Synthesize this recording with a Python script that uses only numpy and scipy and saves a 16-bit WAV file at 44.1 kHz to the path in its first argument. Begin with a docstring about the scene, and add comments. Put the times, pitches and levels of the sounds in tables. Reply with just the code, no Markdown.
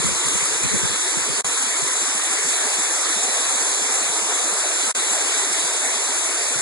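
"""Waterfall on rock slabs.

A waterfall close by, as shaped noise and damped rings: the pool churns, a chute gargles, the sheet rushes
with bursting bubbles, spray hisses and patters, slaps hit the stone and air pockets gulp. Its draught
puffs on two microphone ports, as low noise under swells. The camera widens the ports into stereo by
cross-subtraction. Twice the sound cuts out for an instant."""
import sys
import numpy as np
from scipy import signal
from scipy.fft import rfft, irfft, next_fast_len
from scipy.io import wavfile
from scipy.ndimage import uniform_filter1d, map_coordinates

SR = 44100
rng = np.random.default_rng(int(sys.argv[2]) if len(sys.argv) > 2 else 0)


def output_pcm(signal):
    """Save a mono or channel-first signal as 16-bit PCM at the path in sys.argv[1].

    Samples are clipped to [-1, 1] before scaling.
    """
    pcm = np.clip(np.atleast_2d(signal).T, -1, 1) * 32767
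    wavfile.write(sys.argv[1], SR, np.round(pcm).astype(np.int16))


N = 291501

# spectrum shape of droplets on rock: hz, relative_db_per_hz
SPRAY_SPECTRUM = [(3000, -30.5), (5200, -17.5), (6000, -6), (6550, 0.15), (7400, -0.5), (8200, 0.5),
                  (8900, 0.5), (9600, -4.5), (10400, -5), (11000, -8.5)]


def amp(db):
    """Decibels to gain."""
    return 10 ** (np.asarray(db) / 20)


def unit(x):
    """Scale to rms 1."""
    return x / np.sqrt(np.mean(x ** 2) + 1e-20)


def along(points, hz):
    """Read (Hz, value) points on a log frequency axis."""
    point_hz, value = np.transpose(points)
    return np.interp(np.log(hz + 1), np.log(point_hz + 1), value)


def curves(rows):
    """One value per sample for each column after the time."""
    time_s, *columns = np.transpose(rows)
    return [np.interp(np.arange(N) / SR, time_s, column) for column in columns]


def wobble(knots_per_s):
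    """Smooth random curve through normally distributed knots."""
    knots = rng.standard_normal(2048)
    return map_coordinates(knots, [np.arange(N) * knots_per_s / SR], mode="wrap")


def hump(centre_s, length_s):
    """Smooth swell of height 1, half as high at the ends of its length."""
    offset_s = np.arange(N) / SR - centre_s
    return np.exp(-np.log(2) * (2 * offset_s / length_s) ** 2)


def filtered(x, response):
    """Multiply the spectrum of x by a response of frequency."""
    size = next_fast_len(N + 8192)
    hz = np.fft.rfftfreq(size, 1 / SR)
    return irfft(rfft(x, size) * response(hz), size)[..., :N]


def churn(patchy_db):
    """Two unrelated noises whose loudness shifts in common patches of time and pitch."""
    spectra = signal.stft(rng.standard_normal((2, N)), nperseg=512)[2]
    field = rng.standard_normal(spectra.shape[1:])
    field = uniform_filter1d(field, size=6, axis=0)  # bins
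    field = uniform_filter1d(field, size=12, axis=1)  # frames
    patchy = spectra * amp(patchy_db * unit(field))
    return unit(signal.istft(patchy, nperseg=512)[1][:, :N])


def grains(count, low_hz, high_hz, decay_cycles, spread_db, rise, ring_samples):
    """Two unrelated showers of damped rings, climbing in pitch for two decay times like surfacing bubbles."""
    when, pitch, strength, lane = rng.random((count, 4)).T[:, :, None]
    hz = low_hz * (high_hz / low_hz) ** pitch
    cycles = hz * np.arange(ring_samples) / SR
    age = cycles / decay_cycles
    tone = np.sin(2 * np.pi * cycles * (1 + rise * np.minimum(age, 2) / 2))
    ring = tone * np.exp(-age) * (1 - np.exp(-2 * cycles))
    # exponential spread of levels in dB
    gain = amp(-spread_db * np.log(1 - strength * .97))
    at = (when * N).astype(int) + np.arange(ring_samples)
    slots = at % N + N * (lane > .5)
    return unit(np.bincount(slots.ravel(), (gain * ring).ravel(), 2 * N).reshape(2, N))


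def splashes(count, life_s):
    """Sudden random rises that decay exponentially, as a curve of mean 0 and rms 1."""
    when, size = rng.random((count, 2)).T
    hits = np.bincount((when * N).astype(int), size ** 2, N)
    decay = np.exp(-1 / (life_s * SR))
    return unit(signal.lfilter([1], [1, -decay], hits - hits.mean()))


def at_ports(pair, spectrum):
    """Colour two unrelated signals and mix them to the ports' likeness, rms 1."""
    # likeness of the ports, high for long waves: hz, correlation (-1 to 1)
    likeness = [(200, 0.94), (420, 0.98), (550, 0.75), (800, 0.93), (1200, 0.46), (1750, 0.13),
                (2100, -0.24), (2480, 0.35), (2760, -0.75), (3120, -0.011), (3420, -0.25), (4000, 0.15),
                (7300, -0.054), (8800, 0.18), (11000, 0.0069)]

    def mid_side(hz):
        angle = np.arccos(np.clip(along(likeness, hz), -.99, .99)) / 2
        return amp(along(spectrum, hz)) * np.array([np.cos(angle), np.sin(angle)])

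    mid, side = filtered(pair, mid_side)
    return unit(np.array([mid + side, mid - side]))


def pool(level_db):
    """Air driven under by the fall rings as large bubbles inside a faintly heaving roar."""
    # hz, relative_db_per_hz
    pool_spectrum = [(60, -49), (140, -42), (200, -25), (250, -13), (310, -1.5), (430, 3.5), (530, 0),
                     (700, -14.5), (1200, -20), (4000, -76)]
    heave_db, heave_knots_per_s = -0.1, 30
    bubbles = grains(count=1400, low_hz=233.8, high_hz=596, decay_cycles=6.7,
                     spread_db=-2.0, rise=0.074, ring_samples=2400)
    water = at_ports(churn(patchy_db=2.0) + amp(-14.0) * bubbles, pool_spectrum)
    return amp(level_db + heave_db * wobble(heave_knots_per_s)) * water


def chute(level_db):
    """Water in a narrow rock channel gargles with a hollow note, louder in each surge."""
    # hz, relative_db_per_hz
    chute_spectrum = [(300, -30), (520, 0.5), (600, 2), (700, 4), (820, 0.5), (1050, -14), (2500, -60)]
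    # surges: centre_s, gain_db, length_s
    surge_rows = [(2.667, 5, .12), (4.63, 3.5, 0.13), (5.178, 6.5, 0.092), (5.856, 3.5, 0.054)]
    bubbles = grains(count=2400, low_hz=551.7, high_hz=1002, decay_cycles=10.7,
                     spread_db=0.5, rise=0.097, ring_samples=1600)
    water = at_ports(churn(patchy_db=3.3) + amp(-15.5) * bubbles, chute_spectrum)
    surge_db = sum(gain_db * hump(centre_s, length_s) for centre_s, gain_db, length_s in surge_rows)
    return amp(level_db + surge_db) * water


def sheet(level_db):
    """White water races over the slabs, full of small bursting bubbles."""
    # hz, relative_db_per_hz
    sheet_spectrum = [(250, -36), (620, -7.5), (950, -1.5), (1500, -0.64), (2100, 2.54), (2500, -0.5),
                      (2760, -2.5), (3120, -2), (3500, 3.5), (4500, -2), (5300, -1.5), (6500, -2),
                      (11000, -31)]
    bubbles = grains(count=14000, low_hz=791.0, high_hz=5070, decay_cycles=4.47,
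                     spread_db=1.0, rise=0.1, ring_samples=500)
    water = at_ports(churn(patchy_db=1.91) + amp(-14) * bubbles, sheet_spectrum)
    return amp(level_db + 0.19 * splashes(count=900, life_s=0.0032)) * water


def spray(level_db):
    """Droplets tick on wet rock in flurries and splashes, over the hiss of the mist."""
    drops = grains(count=24000, low_hz=4720, high_hz=11170, decay_cycles=3.3,
                   spread_db=1.5, rise=0.043, ring_samples=96)
    water = at_ports(churn(patchy_db=1.04) + amp(-13.5) * drops, SPRAY_SPECTRUM)
    flurry_db = 0.3 * wobble(knots_per_s=33) + 0.75 * splashes(count=550, life_s=0.011)
    return amp(level_db + flurry_db) * water


def gulps(life_s, rise_per_s, gurgle_count):
    """Surfacing air pockets swell, ring for a few cycles and climb in pitch."""
    # large pockets, level and pitch at the peak of the swell: start_s, level_db, pitch_hz
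    large_pockets = [(.925, -30, 210), (1.378, -34, 208), (2.144, -30.5, 207), (2.442, -31, 169),
                     (2.779, -30, 207), (3.156, -28.5, 208), (3.811, -33, 202), (4.217, -32, 212),
                     (4.516, -32, 198), (5.104, -33, 212), (5.494, -34, 204), (5.635, -33, 165),
                     (6.553, -27, 134)]
    gurgle_db, gurgle_scatter_db, gurgle_low_hz, gurgle_high_hz = -32.5, -1.5, 229, 346.5
    pockets = list(large_pockets)
    # smaller pockets gurgle all the time
    for k, (late, loud, pitch) in enumerate(rng.random((gurgle_count, 3))):
        start_s = (k + 2 * late) / gurgle_count * N / SR
        level_db = gurgle_db + gurgle_scatter_db * (2 * loud - 1)
        pockets.append((start_s, level_db, gurgle_low_hz + pitch * (gurgle_high_hz - gurgle_low_hz)))
    out = np.zeros(N + SR)
    t = np.arange(SR // 8) / SR
    swell = (t / life_s) ** 2 * np.exp(2 - 2 * t / life_s)
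    bent_t = t * (1 + rise_per_s * (t - 2 * life_s))
    for start_s, level_db, pitch_hz in pockets:
        out[round(start_s * SR):][:len(t)] += amp(level_db) * swell * np.sin(2 * np.pi * pitch_hz * bent_t)
    return out[:N]


def draught():
    """Air dragged along by the fall flutters on each port separately; each puff thumps mainly on one."""
    # hz, relative_db_per_hz
    draught_spectrum = [(20, 9), (60, -6), (100, 4), (135, 7), (200, 3.5), (300, -6.5), (500, -8.5),
                        (1500, -51)]
    # the air stirs at first, then calms: time_s, level_db
    breeze_rows = [(0, -39), (.21, -62), (.3, -46), (.9, -46), (1.02, -57), (1.5, -47), (1.62, -80),
                   (6.6, -77)]
    # strongest puffs, level before the low cut: centre_s, level_db, length_s
    puff_rows = [(0.066, -21.5, 0.043), (0.12, -25.5, 0.028), (0.16, -31, .014), (0.272, -32, 0.042),
                 (0.351, -30, 0.025), (0.435, -32, 0.022), (0.557, -44, 0.024), (0.65, -23.5, 0.032),
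                 (0.749, -22.5, 0.041), (0.843, -21, 0.032), (0.914, -34, 0.04), (1.178, -24, .017),
                 (1.212, -35, 0.022), (1.308, -30.5, 0.034), (1.468, -36, 0.05), (1.831, -24, 0.02),
                 (2.02, -42, 0.019), (3.47, -42, 0.068), (4.056, -46, 0.018), (4.104, -35, 0.019),
                 (6.583, -36, 0.065)]
    gust_db, gust_knots_per_s = 6.5, 52
    puff_shared = 0.042  # share reaching the other port, 0-1
    port_low_hz = 55.3  # the ports shed the deepest part of the air's push
    breeze_db, = curves(breeze_rows)
    noise = rng.standard_normal((2, N))
    eddies = unit(filtered(noise, lambda hz: amp(along(draught_spectrum, hz))))
    air = amp(breeze_db + gust_db * wobble(gust_knots_per_s)) * eddies
    puff_ports = rng.integers(2, size=len(puff_rows))
    for (centre_s, level_db, length_s), port in zip(puff_rows, puff_ports):
        push = hump(centre_s, length_s)
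        reach = np.where(np.arange(2) == port, 1, puff_shared)[:, None]
        push_rms = np.sqrt(np.mean(push ** 2))
        air += amp(level_db) * unit(reach * push * eddies[port]) * push_rms
    return filtered(air, lambda hz: hz ** 2 / np.sqrt(hz ** 4 + port_low_hz ** 4))


def slaps():
    """Lumps of water burst on the nearest rock, each in a short flurry of droplets."""
    # start_s, level_db (before the attack and decay)
    slap_rows = [(.061, -17), (.083, -23), (.283, -18), (.633, -16.5), (1.077, -22), (1.566, -23),
                 (2.828, -19), (2.932, -26), (3.231, -17.5), (3.918, -23), (5.021, -25), (5.103, -23),
                 (5.386, -21), (6.036, -27), (6.483, -21)]
    attack_s, decay_s = .001, .012
    level = np.zeros(N)
    for start_s, level_db in slap_rows:
        age_s = np.maximum(np.arange(N) / SR - start_s, 0)
        level += amp(level_db) * (1 - np.exp(-age_s / attack_s)) * np.exp(-age_s / decay_s)
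    drops = grains(count=48000, low_hz=3500, high_hz=11000, decay_cycles=3.5,
                   spread_db=0.5, rise=0.04, ring_samples=96)
    return level * at_ports(drops, SPRAY_SPECTRUM)


def scene():
    """All the water and its draught at the two ports."""
    # the microphone turns from the pool up to the chute: time_s, pool_db, chute_db, sheet_db, spray_db
    aim_rows = [(0, -34.5, -43.5, -26, -20.5), (.35, -35, -44.5, -26.5, -20.5),
                (1.3, -34.5, -42, -26.5, -21.5), (2.2, -36.5, -41, -26.5, -21),
                (2.8, -35.5, -38, -26, -20.5), (3.6, -34.5, -37.5, -26, -20), (4.3, -35, -36.5, -26.5, -21),
                (5.2, -35.5, -38.5, -26, -20.5), (6.1, -35.5, -37, -27, -21.5), (6.6, -35.5, -37, -27, -22)]
    pool_db, chute_db, sheet_db, spray_db = curves(aim_rows)
    water = pool(pool_db) + chute(chute_db) + sheet(sheet_db) + spray(spray_db)
    water = water + gulps(life_s=0.011, rise_per_s=1.0, gurgle_count=110)
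    return water + draught() + slaps()


def widened(ports):
    """Each channel subtracts the delayed opposite port, which combs middle and sides in turn."""
    # how much of the opposite port is subtracted: hz, share (0-1)
    widening = [(100, .82), (1500, .74), (2900, .97), (4500, .82), (5900, .74), (7300, .58), (8800, .64),
                (10300, .66)]
    port_lag_s = .000341  # set by the port spacing

    def share(hz):
        return np.clip(along(widening, hz), 0, .98)

    opposite = filtered(ports[::-1], lambda hz: share(hz) * np.exp(-2j * np.pi * hz * port_lag_s))
    return filtered(ports - opposite, lambda hz: 1 / np.sqrt(1 + share(hz) ** 2))


def gaps():
    """Gain that drops abruptly in each gap, holds, fades to near silence, creeps up and snaps back."""
    # start_s
    gap_starts = [1.411, 4.915]
    gap_s, hold_s, drop_db = .0342, .01, 13
    fade_db_per_s, return_db_per_s = 3500, 2800
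    age_s = np.arange(N) / SR - np.array(gap_starts)[:, None]
    fading_db = fade_db_per_s * np.maximum(age_s - hold_s, 0)
    returning_db = return_db_per_s * (gap_s - age_s)
    loss_db = drop_db + np.minimum(fading_db, returning_db)
    inside = (age_s > 0) & (age_s < gap_s)
    return amp(-np.sum(loss_db * inside, axis=0))


def record(dry):
    """The camera widens the stereo, cuts out twice and cuts steeply above its band limit."""
    top_hz = 11060
    sound = widened(dry) * gaps()
    return filtered(sound, lambda hz: 1 / np.sqrt(1 + (hz / top_hz) ** 500))


dry = scene()
out = record(dry)
output_pcm(out)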